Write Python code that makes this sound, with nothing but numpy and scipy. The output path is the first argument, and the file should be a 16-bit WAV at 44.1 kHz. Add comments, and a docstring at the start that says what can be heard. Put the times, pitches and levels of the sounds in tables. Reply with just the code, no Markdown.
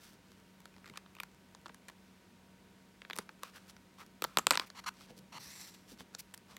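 """Plastic pocket pages full of trading cards snap and crinkle, handled close by in a quiet room.
Each snap is a crease in the plastic film buckling and sending bending waves through the sheet.
Cards and sleeves catch and slip as they slide, making short scuffs, scrapes and one long glide.
The binder bumps softly when it is nudged, and an appliance hums faintly behind it all."""
import sys
import numpy as np
from scipy import signal
from scipy.fft import rfft, irfft
from scipy.io import wavfile
from scipy.ndimage import map_coordinates

SR = 44100
rng = np.random.default_rng(int(sys.argv[2]) if len(sys.argv) > 2 else 0)


def file_out(sig):
    """Save sig as 16-bit WAV at sys.argv[1]."""
    # one column per channel
    cols = np.atleast_2d(sig).T
    # limit, then scale
    lim = np.clip(cols, -1, 1)
    pcm = np.round(lim * 32767).astype(np.int16)
    wavfile.write(sys.argv[1], SR, pcm)


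N = 290178
LEAD_S = 0.004  # how long a crease creaks before it jumps


def undb(db):
    """Turn decibels into a number to multiply by."""
    return 10 ** (np.asarray(db) / 20)


def unit(x):
    """Scale a sound to an average (rms) level of 1."""
    return x / np.sqrt(np.mean(x ** 2) + 1e-30)


def freqs(x):
    """The frequencies in the spectrum of x, never below 1 Hz."""
    return np.maximum(np.fft.rfftfreq(len(x), 1 / SR), 1)


def add(out, start_s, x):
    """Mix x into out, beginning at start_s."""
    i = int(start_s * SR)
    a, b = max(i, 0), min(i + len(x), N)
    if b > a:
        out[a:b] += x[a - i:b - i]


def colour(x, points):
    """Shape the tone of x along a curve of (frequency [Hz], level [dB]) points."""
    hz, db = np.transpose(points)
    gain = undb(np.interp(np.log(freqs(x)), np.log(hz), db))
    cepstrum = irfft(np.log(gain), len(x))
    # folding this in half makes the filter ring after a click, not before it
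    cepstrum[1:len(x) // 2] *= 2
    cepstrum[len(x) // 2 + 1:] = 0
    return irfft(rfft(x) * np.exp(rfft(cepstrum)), len(x))


def resonance(f, hz, q):
    """How something that rings at hz answers each frequency; a higher q rings longer."""
    return 1 / (1 + 1j * q * (f / hz - hz / f))


def peaks(modes):
    """A tone curve with one steep peak for each (frequency [Hz], width [Hz], level [dB])."""
    f = np.geomspace(100, 20000, 600)
    power = sum(undb(db) ** 2 * np.abs(resonance(f, hz, hz / width)) ** 4 for hz, width, db in modes)
    return np.c_[f, 10 * np.log10(power)]


# tone of the room's air: (frequency [Hz], relative level [dB])
AIR_TONE = [(20, -64), (32, -35), (45, -11.5), (115, -14.5), (190, -7.5), (280, -11.5), (450, -16),
            (850, -22), (2300, -24), (3600, -27.5), (8100, -34.5), (16000, -40.5)]


def room_air(level_db=-63.5):
    """Still air makes a faint, low rush."""
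    return undb(level_db) * unit(colour(rng.standard_normal(N), AIR_TONE))


# the notes in the appliance's hum: (frequency [Hz], level [dB])
HUM_NOTES = [(94.3, -78), (188.7, -67), (377.4, -90), (943, -78), (1509, -82.5)]


def appliance_hum(waver=0.032):
    """An appliance hums a few steady notes that waver slightly in loudness and pitch."""
    t, out = np.arange(N) / SR, np.zeros(N)
    slow = [(2, 0), (8, -10), (60, -70), (400, -120)]
    for hz, db in HUM_NOTES:
        swell = unit(colour(rng.standard_normal(N), slow))
        drift = unit(colour(rng.standard_normal(N), slow))
        note = np.sqrt(2) * np.sin(2 * np.pi * hz * t + hz / 600 * drift)
        out += undb(db) * (1 + waver * swell) * note
    return out


def room_echo(x, echo_db=-22, die_away_s=0.19, delay_s=0.0086):
    """A small furnished room adds a weak, short, duller echo."""
    t = np.arange(SR // 2) / SR
    tail = rng.standard_normal(len(t)) * undb(-60 * t / die_away_s) * (t > delay_s)
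    tail = colour(tail, [(150, 6.5), (600, -8.5), (1250, -3.5), (2300, -4.5), (6000, -7), (14000, -3.5)])
    return x + undb(echo_db) * signal.fftconvolve(x, tail / np.linalg.norm(tail))[:N]


def hardness(db, soft_db=-31, hard_db=-21):
    """How hard a snap is: 0 for soft, 1 for hard, below 0 for fainter ones."""
    return (db - soft_db) / (hard_db - soft_db)


def after_snaps(soft_db, hard_db, fade_s, attack_s):
    """A loudness curve that swells and fades after each single snap, more after a hard one."""
    t, out = np.arange(SR // 4) / SR, np.zeros(N)
    shape = (1 - np.exp(-t / attack_s)) * np.exp(-t / fade_s)
    for time_s, db, *_ in FILM_SNAPS:
        add(out, time_s, undb(soft_db + (hard_db - soft_db) * hardness(db)) * shape)
    return out


# soft pushes on the binder: (time [s], level [dB], fade [s], ring of the cover [Hz])
BINDER_NUDGES = [(0.899, -54, 0.02, 187), (1.664, -51, 0.008, 280), (1.701, -53, 0.0055, 260),
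                 (1.898, -52.5, 0.011, 200), (3.191, -44, 0.011, 169), (4.221, -50, 0.033, 130),
                 (5.101, -50, 0.02, 184), (5.107, -51.5, 0.012, 520), (5.171, -55, 0.061, 153),
                 (5.24, -55, 0.022, 160), (5.341, -61, 0.15, 140), (5.42, -63, 0.09, 65),
                 (5.918, -55.5, 0.04, 250), (6.002, -52.5, 0.02, 260), (6.15, -48, 0.0067, 200)]


def binder_bumps(attack_s=0.00033, ring_gain=3.1):
    """The padded cover bumps dully at a snap or a push; its note depends on where it is pushed."""
    t = np.arange(SR // 2) / SR
    cover = [(30, -32), (60, -5.5), (105, -6.5), (155, 2), (330, -7), (510, -1.5),
             (850, -39), (4000, -35)]
    bumps = after_snaps(soft_db=-52, hard_db=-39, fade_s=0.0088, attack_s=attack_s)
    out = bumps * unit(colour(rng.standard_normal(N), cover))
    for time_s, db, fade_s, hz in BINDER_NUDGES:
        rumble = colour(rng.standard_normal(len(t)), cover)
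        ring = 1 + ring_gain * resonance(freqs(t), hz, q=4)
        thud = unit(irfft(rfft(rumble) * ring, len(t)))
        shape = (1 - np.exp(-t / attack_s)) * np.exp(-t / fade_s)
        add(out, time_s, undb(db) * shape * thud)
    return out


def friction(t, tone, pocket_hz, slips_per_s, spread_db, smooth, hollow, grip_db=1, grip_s=0.007):
    """Rubbing is many tiny, uneven slips under a wavering grip, echoing inside the pocket."""
    count = len(t)
    sizes = rng.standard_normal(count) * undb(spread_db * np.minimum(rng.exponential(size=count), 4))
    slips = unit((rng.random(count) < slips_per_s / SR) * sizes)
    rubbing = slips + smooth * rng.standard_normal(count)
    grip = undb(grip_db * np.interp(t / grip_s, np.arange(count), rng.standard_normal(count)))
    echoes = 1 / (1 - hollow * np.exp(-2j * np.pi * freqs(t) / pocket_hz))
    return unit(colour(irfft(rfft(rubbing * grip) * echoes), tone))


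# rasp of a card edge: (frequency [times the pocket's ring], relative level [dB])
RASP_TONE = [(.08, -45.5), (.33, -4), (.55, -3.5), (.75, 1.5), (1, 4.5), (1.5, -1), (2.5, -7), (5, -28),
             (13, -28)]
# hiss of film on film: (frequency [Hz], relative level [dB])
HISS_TONE = [(500, -5.5), (2000, -1.5), (3100, 0.5), (4200, 1.5), (5900, 1), (6600, -5), (7700, -5),
             (10300, -8), (12500, -9), (16000, -14.5)]
# short slides: (peak time [s], rise [s], fall [s], rasp [dB], hiss [dB], ring of the pocket [Hz])
SLIDE_STROKES = [ (0.04, 0.085, 0.13, -66, -61.5, 1550), (0.3, 0.12, 0.29, -76, -76, 1450),
                 (.875, 0.037, .035, -65, -78, 1700), (.965, 0.036, .035, -64, -74, 1700),
                 (1.215, 0.005, .02, -65, -72, 2100), (1.89, 0.0068, 0.0037, -47.5, -56, 1750),
                 (1.9, 0.0035, 0.0046, -57, -60, 1690), (2.05, 0.1, 0.26, -78, -77, 1400),
                 (3.19, 0.07, 0.054, -58, -60.5, 1190), (3.445, 0.03, 0.064, -55.5, -58.5, 1310),
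                 (3.6, 0.2, 0.16, -72, -70, 1400), (3.569, 0.039, 0.02, -54, -58, 1560),
                 (3.70, 0.024, 0.015, -60.5, -56.5, 1450), (4.008, 0.031, 0.034, -52, -57.5, 1200),
                 (4.262, 0.0083, 0.21, -63, -66.5, 1180), (4.53, 0.021, 0.032, -48, -68, 1000),
                 (4.615, 0.034, 0.046, -49.5, -56, 1150), (4.672, 0.013, 0.013, -61, -57.5, 2300),
                 (5.039, 0.11, 0.035, -78, -59.5, 1150), (5.101, 0.035, 0.022, -64.5, -60.5, 1000),
                 (5.681, 0.014, 0.022, -65, -54.5, 1500), (5.189, 0.026, 0.0085, -81, -59, 1540),
                 (5.744, 0.0062, 0.014, -68, -51.5, 1170), (5.91, 0.045, 0.043, -74, -57, 1430),
                 (6, 0.021, 0.033, -73, -53.5, 1120), (6.204, 0.022, 0.0075, -55.5, -44, 2130),
                 (6.145, 0.0093, 0.012, -61, -60, 1400), (6.343, 0.0033, 0.0055, -51, -43.5, 2150),
                 (6.516, 0.042, 0.047, -61.5, -60.5, 1050)]


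def short_slides(rise_db=11, fall_db=9, edge_share=0.13, tight_db=7.5):
    """Each stroke speeds up, slows and sticks again; a tight pocket hisses brighter."""
    t, out = np.arange(16384) / SR, np.zeros(N)
    hiss_hz, hiss_shape_db = np.transpose(HISS_TONE)
    for peak_s, rise_s, fall_s, rasp_db, hiss_db, pocket_hz in SLIDE_STROKES:
        length_s = rise_s + fall_s
        contact = np.clip(np.minimum(t, length_s - t) / (edge_share * length_s), 0, 1)
        speed = contact * undb(np.interp(t, [0, rise_s, length_s], [-rise_db, 0, -fall_db]))
        tilt_db = tight_db * np.log2(pocket_hz / 1250) * np.log2(hiss_hz)
        rasp = friction(t, np.multiply(RASP_TONE, [pocket_hz, 1]), pocket_hz,
                        slips_per_s=2100, spread_db=-0.5, smooth=0.61, hollow=0.21)
        hiss = friction(t, np.c_[hiss_hz, hiss_shape_db + tilt_db], pocket_hz,
                        slips_per_s=4200, spread_db=3.5, smooth=0.52, hollow=0.061)
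        add(out, peak_s - rise_s, speed * (undb(rasp_db) * rasp + undb(hiss_db) * hiss))
    return out


# where a tight pocket rings: (frequency [Hz], width [Hz], relative level [dB])
POCKET_RINGS = [(1050, 420, -6), (2080, 500, -6.5), (2880, 1000, -8.5), (4270, 700, -7), (5620, 450, -10),
                (6200, 310, -13), (7140, 1350, -17), (9300, 1300, -21), (11300, 1700, -23),
                (12600, 700, -24), (14400, 1300, -29)]
# card scrapes; a negative swell is a fade:
# (start [s], length [s], final level [dB], swell [dB], ring of the card edge [Hz])
EDGE_SCRAPES = [(4.747, 0.057, -46.5, 10.5, 1090), (4.837, 0.013, -56, -7, 1290),
                (4.86, 0.034, -33.5, 7, 1250), (5.321, 0.066, -48, 5, 955)]


def card_scrapes(ramp_s=0.0034, edge_width_hz=520):
    """A card edge rasps through a tight pocket, swelling or fading until it stops."""
    t, out = np.arange(8192) / SR, np.zeros(N)
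    for start_s, length_s, db, swell_db, edge_hz in EDGE_SCRAPES:
        contact = np.clip(np.minimum(t, length_s - t) / ramp_s, 0, 1)
        pressure = contact * undb(np.interp(t, [0, length_s], [-swell_db, 0]))
        tone = peaks([(edge_hz, edge_width_hz, 0), *POCKET_RINGS])
        rasp = friction(t, tone, edge_hz, slips_per_s=3200, spread_db=-2, smooth=1, hollow=0, grip_db=1.2)
        add(out, start_s, undb(db) * pressure * rasp)
    return out


# where a card's sleeve rings: (frequency [Hz], width [Hz], relative level [dB])
SLEEVE_RINGS = [(1000, 810, -0.5), (1990, 900, 4), (2570, 330, -2), (4200, 1550, 4.5), (5670, 980, 7),
                (7740, 1300, -2.5), (9400, 1000, -1), (11400, 2000, -3), (13000, 1300, -3),
                (14700, 1400, -10)]


def card_glide(start_s=5.387, level_db=-53.5, attack_s=0.02, hold_s=0.23, fade_db_per_s=105):
    """A card slides lightly under the film, holds its speed, gets a last push and dies away."""
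    t, out = np.arange(32768) / SR, np.zeros(N)
    slowing_s = np.maximum(t - attack_s - hold_s, 0)
    thumb_push_db = 5 * np.exp(-((t - 0.227) / 0.015) ** 2)
    speed = np.minimum(t / attack_s, 1) * undb(level_db + thumb_push_db - fade_db_per_s * slowing_s)
    hiss = friction(t, peaks(SLEEVE_RINGS), pocket_hz=1900, slips_per_s=5700,
                    spread_db=2.5, smooth=0.65, hollow=0, grip_db=0.5, grip_s=0.006)
    # the gap ahead of the card closes, so its breathy whistle climbs
    open_hz, closed_hz, width_hz, closing_s, whistle_db = 4450, 7500, 770, 0.14, -8
    gap_hz = open_hz + (closed_hz - open_hz) * np.minimum(t / closing_s, 1) ** 2
    steady = colour(rng.standard_normal(len(t)), peaks([(closed_hz, width_hz, 0)]))
    whistle = unit(map_coordinates(steady, [np.cumsum(gap_hz / closed_hz)]))
    add(out, start_s, speed * unit(hiss + undb(whistle_db) * whistle))
    return out


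def film_rustle(pocket_hz=1400, hiss_db=-4):
    """The film rustles briefly as it relaxes after each single snap."""
    t = np.arange(N) / SR
    rasp_tone = np.multiply(RASP_TONE, [pocket_hz, 1])
    rasp = friction(t, rasp_tone, pocket_hz, slips_per_s=280, spread_db=0.5, smooth=0.3, hollow=0.12)
    hiss = friction(t, HISS_TONE, pocket_hz, slips_per_s=1300, spread_db=1, smooth=0.5, hollow=0.17)
    loudness = after_snaps(soft_db=-48, hard_db=-36.5, fade_s=0.0043, attack_s=0.00069)
    return loudness * (rasp + undb(hiss_db) * hiss)


# tone of the page as it ticks or snaps: (frequency [Hz], relative level [dB])
PAGE_TONE = [(60, -35), (200, -10), (480, -0.5), (750, -1.5), (1050, 5), (1600, 2.5), (2200, 2), (3000, -3),
             (4300, -3.5), (6200, -5.5), (7600, -1), (10400, -11.5), (12500, -7.5), (16000, -20)]


def stray_ticks(ticks_per_s=14, tick_db=-44, spread_db=4, rest_from_s=2, rest_until_s=3):
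    """The film ticks faintly under the fingers, except while they rest."""
    t = np.arange(N) / SR
    handled = (t < rest_from_s) | (t > rest_until_s)
    ticks = handled * (rng.random(N) < ticks_per_s / SR)
    sizes = undb(tick_db + spread_db * np.clip(rng.standard_normal(N), -2, 2))
    return colour(ticks * sizes, PAGE_TONE)


def seam_echoes(t, strength=0.014, cycles=3.5):
    """Spectrum of a click echoing off the pocket seams; every octave lasts the same few cycles."""
    out = (t == 0) * 1.
    for hz in 250 * 2. ** np.arange(6):
        band = irfft(rfft(rng.standard_normal(len(t))) * resonance(freqs(t), hz, q=0.89))
        out += strength * np.sqrt(hz / 1000) * band * np.exp(-t * hz / cycles)
    return rfft(out)


# borders of a snap's five bands, low to high, called bass, body, bite, fizz and top: (frequency [Hz])
SNAP_BAND_EDGES = [250, 750, 2500, 6000, 10500, 16000]


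def balance_bands(x, levels_db, average_s=0.005):
    """Reshape a snap's tone in three passes, bringing each band close to its level."""
    f, edges = freqs(x), np.array(SNAP_BAND_EDGES)
    centres = np.sqrt(edges[:-1] * edges[1:])
    for _ in range(3):
        energy = np.histogram(f, edges, weights=np.abs(rfft(x)) ** 2)[0] * 2 / len(x)
        current_db = 10 * np.log10(energy / (average_s * SR))
        x = colour(x, np.c_[centres, levels_db - current_db])
    return x


def snap(db, bass_db, bite_db, fizz_db, top_db, crease_hz, gap_hz, bounce, size=4096):
    """One buckle: the crease creaks, jumps, then gives way in tiny slips."""
    t = np.arange(size) / SR
    f, since_jump = freqs(t), t - LEAD_S
    # the loudest creases lie together close by (0), the softer ones all over the page (1)
    far = np.interp(db, [-38, -30], [1, 0])
    give_s = 0.0016 * 0.25 ** max(hardness(db), 0)  # a hard buckle gives way faster
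    creak = far * 0.073 * np.exp(-np.abs(since_jump) / 0.0016)
    giving_way = np.exp(-np.abs(since_jump) / give_s)
    slipping = np.where(since_jump < 0, creak, giving_way)
    force = 0.21 * rng.standard_normal(size) * slipping * give_s / 0.001
    force[int(LEAD_S * SR)] += 2  # the jump itself
    crease_ring = 1 + (0.86 + 0.74 * far) * resonance(f, crease_hz, q=8.3 - 1.8 * far)
    spectrum = rfft(colour(force, PAGE_TONE)) * seam_echoes(t) * crease_ring
    # a bounce across the gap to the card behind the film hollows the treble
    spectrum *= 1 + min(bounce, 0.9) * np.exp(-2j * np.pi * f / gap_hz)
    # low bending waves travel slowly and arrive late: a falling chirp
    lag_s = 0.00457 / (1 + f / 300)
    spectrum *= np.exp(-2j * np.pi * np.cumsum(lag_s - lag_s[size // 8]) * SR / size)
    return balance_bands(irfft(spectrum), db + np.array([bass_db, 0, bite_db, fizz_db, top_db]))


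# runs of small snaps; fizz and top are relative to the body:
# (start [s], end [s], snaps [count], body [dB], fizz [dB], top [dB], ring of the creases [Hz])
FOLD_RUNS = [(0.743, 0.784, 3, -62, -14, -21, 1660), (0.856, 0.889, 4, -57, -12, -18, 2200),
             (0.938, 0.966, 4, -60, -23, -28, 1820)]


def travelling_folds(gap_hz=4100, jitter=0.12, spread_db=3, spread_octaves=0.45):
    """A fold travels along the film and pops one crease after another at a nearly even pace."""
    out = np.zeros(N)
    for start_s, end_s, count, db, fizz_db, top_db, crease_hz in FOLD_RUNS:
        times, step_s = np.linspace(start_s, end_s, count, retstep=True)
        for time_s, (late, softer, higher, tighter) in zip(times, rng.standard_normal((count, 4))):
            pop = snap(db - spread_db * softer, bass_db=-13, bite_db=-4, fizz_db=fizz_db, top_db=top_db,
                       crease_hz=crease_hz * 2 ** (spread_octaves * higher),
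                       gap_hz=gap_hz * 2 ** (spread_octaves * tighter), bounce=0.37)
            add(out, time_s + jitter * step_s * late - LEAD_S, pop)
    return out


# single snaps of the film; bass, bite, fizz and top are relative to the body:
# (time [s], body [dB], bass [dB], bite [dB], fizz [dB], top [dB], ring of the crease [Hz],
#  ring of the gap behind it [Hz], bounce across that gap [0-1])
FILM_SNAPS = [(0.318, -65.5, -1, 2, -3, -9.5, 1640, 5090, 0.22),
              (0.604, -65, -10, -1, -1.5, -3, 940, 3130, 0.2),
              (0.656, -51.5, -10.5, -4.5, -9, -14, 3150, 5100, 0.4),
              (0.8437, -54.5, -17, -10.5, -21, -31.0, 1580, 2310, 0.22),
              (0.877, -58.5, -4, -2, -8, -19, 1530, 2310, 0.22),
              (0.8983, -53.5, -13, -3, -11.0, -17, 2080, 4600, 0.17),
              (0.9582, -54.5, -13.0, -5, -11.5, -34, 3040, 5090, 0.2),
              (0.9738, -47, -19, 1, -4, -12, 850, 4560, 0.14),
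              (0.9753, -50.5, -10, -4.5, -6, -14, 1750, 4400, 0.23),
              (1.0618, -59, -7, -3, -24, -27.5, 1430, 3460, 0.2),
              (1.1513, -59, -14, -1.5, -7, -8, 2390, 3030, 0.2),
              (1.1668, -57, -8, -2, -17.5, -22.0, 2650, 3240, 0.67),
              (1.186, -55, -16.0, -4.5, -21, -23.0, 1240, 2690, 0.4),
              (1.2007, -42.5, -17, 1, -16, -19, 2550, 2770, 0.6),
              (1.2032, -43, -22, -9, -12.5, -8.5, 1160, 2880, 0.57),
              (1.2338, -43.5, -22, -7, -11.5, -10, 2310, 5250, 0.28),
              (1.549, -54, -9, -3.0, -4.5, -21, 3260, 5260, 0.83),
              (1.6587, -45, -15, -10, -22, -35, 3150, 4600, 1),
              (1.664, -50, -14, -4, -14, -30.5, 3260, 5260, 0.26),
              (1.682, -59, -9, -6.0, -5.5, -22, 850, 5440, 0.4),
              (1.694, -53, -17, -9.0, -20.0, -35.5, 1480, 3290, 0.2),
              (1.697, -54, -7, -8, -27, -34.0, 850, 5000, 0.4),
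              (1.7455, -56.5, -17, -5.0, -2.5, -7.0, 1690, 5260, 0.4),
              (1.8843, -53, -8, -3.5, -1.5, -10, 1580, 2250, 0.43),
              (1.8985, -54, -5, -8, -14, -17, 1900, 3600, 0.27),
              (3.0186, -51, -11.5, -0.5, -16.0, -35.5, 1750, 3150, 0.2),
              (3.05, -50, -12.0, -6, -30.0, -28.0, 3370, 2200, 0.35),
              (3.0997, -42, -11.5, -6, -20, -20, 1580, 5260, 0.2),
              (3.1087, -41.0, -10.5, -3.5, -26, -24.0, 3370, 2180, 0.31),
              (3.1323, -45, -13, 2, -10.0, -14.0, 1580, 3160, 0.59),
              (3.158, -57, -8, -1.0, -3, 0.0, 1880, 5000, 0.67), (3.1639, -52, -4, 1, 1, 2, 910, 2470, 0.2),
              (3.1757, -54, -2, 0.0, 2, -4, 850, 5000, 0.4),
              (3.1869, -36.5, -10, -6.5, -3, -8, 3490, 5100, 0.43),
              (3.1899, -43.5, 0, -5, -15.0, -24, 2080, 5200, 0.69),
              (3.292, -46.5, -17, -8, -22, -26, 880, 5600, 0.4),
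              (3.4337, -40, -11.5, -5.5, -9, -9.5, 1180, 5180, 0.33),
              (3.698, -64, -22, 7, 0, -6.5, 1530, 2830, 0.2),
              (3.766, -58.5, -8.0, -0.5, -11, -16.5, 1430, 5260, 0.57),
              (4.064, -69.5, -13, 5, 2, 0, 1810, 5530, 0.4),
              (4.2219, -36, -3.5, -1.5, -8.5, -7, 1290, 2130, 0.13),
              (4.234, -57, -10, 1, -4, -12, 1800, 4300, 0.2),
              (4.2411, -32, -14.5, -6, -7.0, -8.5, 1290, 3350, 0.29),
              (4.247, -34, -4.5, -5, -19, -20.0, 850, 5060, 0.52),
              (4.372, -23.5, -9, -1.5, -12, -13, 1330, 4300, 0.49),
              (4.386, -31, -5.5, -3, 0, -6, 1230, 3630, 0.26),
              (4.3925, -33.5, -11.0, -12, -8, -22, 3740, 6060, 0.4),
              (4.469, -24.5, -9.5, 0.0, -1.5, -12.5, 2640, 4150, 0.61),
              (4.508, -23.5, -15.0, -0.5, -3.0, -11, 1300, 4330, 0.47),
              (4.511, -29.5, -8.5, -2, -16.5, -14, 1380, 2210, 0.3),
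              (4.513, -28.5, -11.5, -8, -9, -28, 1290, 2470, 0.31),
              (4.5211, -36.5, -5, -4, -9.0, -19.5, 4440, 4450, 0.4),
              (4.5243, -39, -10.5, -8.0, -1, -14.0, 1940, 4450, 0.6),
              (4.5284, -47, -3, -5, -9, -21, 1750, 2690, 0.2),
              (4.5338, -36, -19, -8, -9, -20.5, 3490, 2310, 0.8),
              (4.538, -42, -25, -1, -17, -17.0, 2740, 5530, 0.4),
              (4.543, -43, -26, -1.5, -11.0, -25.5, 1940, 5000, 0.2),
              (4.5466, -41.5, -13, 0, -12, -20, 850, 4600, 0.2),
              (4.551, -44, -15.5, -9, -10, -23.0, 2230, 4680, 0.4),
              (4.5547, -40.5, -7.5, -4, -2, -16.0, 2230, 4530, 0.84),
              (4.555, -37.5, -19, 2, -9.5, -19.5, 1240, 2200, 0.2),
              (4.5743, -29, -20, 0, -12, -17.5, 980, 2650, 0.2),
              (4.597, -33.5, -11.5, 2.5, -11.5, -18.5, 1010, 4340, 0.2),
              (4.702, -53, -8, 2.5, -5.0, -19, 4150, 5090, 0.8),
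              (5.0104, -57, -12.0, -4.5, -30, -19, 1430, 5260, 0.2),
              (6.0066, -52.5, -3.5, -1, -14, -13.0, 3150, 5180, 0.53),
              (6.1494, -49.5, -6, 5.5, 4, -14, 1380, 5780, 0.76),
              (6.34, -53.5, -15, -3.5, 2, -4, 1900, 4200, 0.18),
              (6.377, -63.5, -9.5, 5.5, 7, 2, 2560, 5230, 0.6),
              (6.5673, -50, -15.0, -2, -4.5, -7, 1880, 3230, 0.72)]


def page_snaps():
    """The handled pages buckle, one crease for each sharp snap."""
    out = np.zeros(N)
    for time_s, *buckle in FILM_SNAPS:
        add(out, time_s - LEAD_S, snap(*buckle))
    return out


def scene():
    """The pages, cards and binder echo in the room, over its air and hum."""
    background = room_air() + appliance_hum()
    handling = page_snaps() + film_rustle() + short_slides() + card_scrapes() + card_glide()
    handling += binder_bumps() + stray_ticks() + travelling_folds()
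    return (background + room_echo(handling))[None]


def record(dry, low_hz=38, top_hz=16300):
    """Cut away the deepest bass and the highest treble."""
    bass_cut = signal.butter(4, low_hz, "high", fs=SR, output="sos")
    treble_cut = signal.ellip(10, 0.2, 70, top_hz, fs=SR, output="sos")
    return signal.sosfilt(treble_cut, signal.sosfilt(bass_cut, dry))


dry = scene()
out = record(dry)
file_out(out)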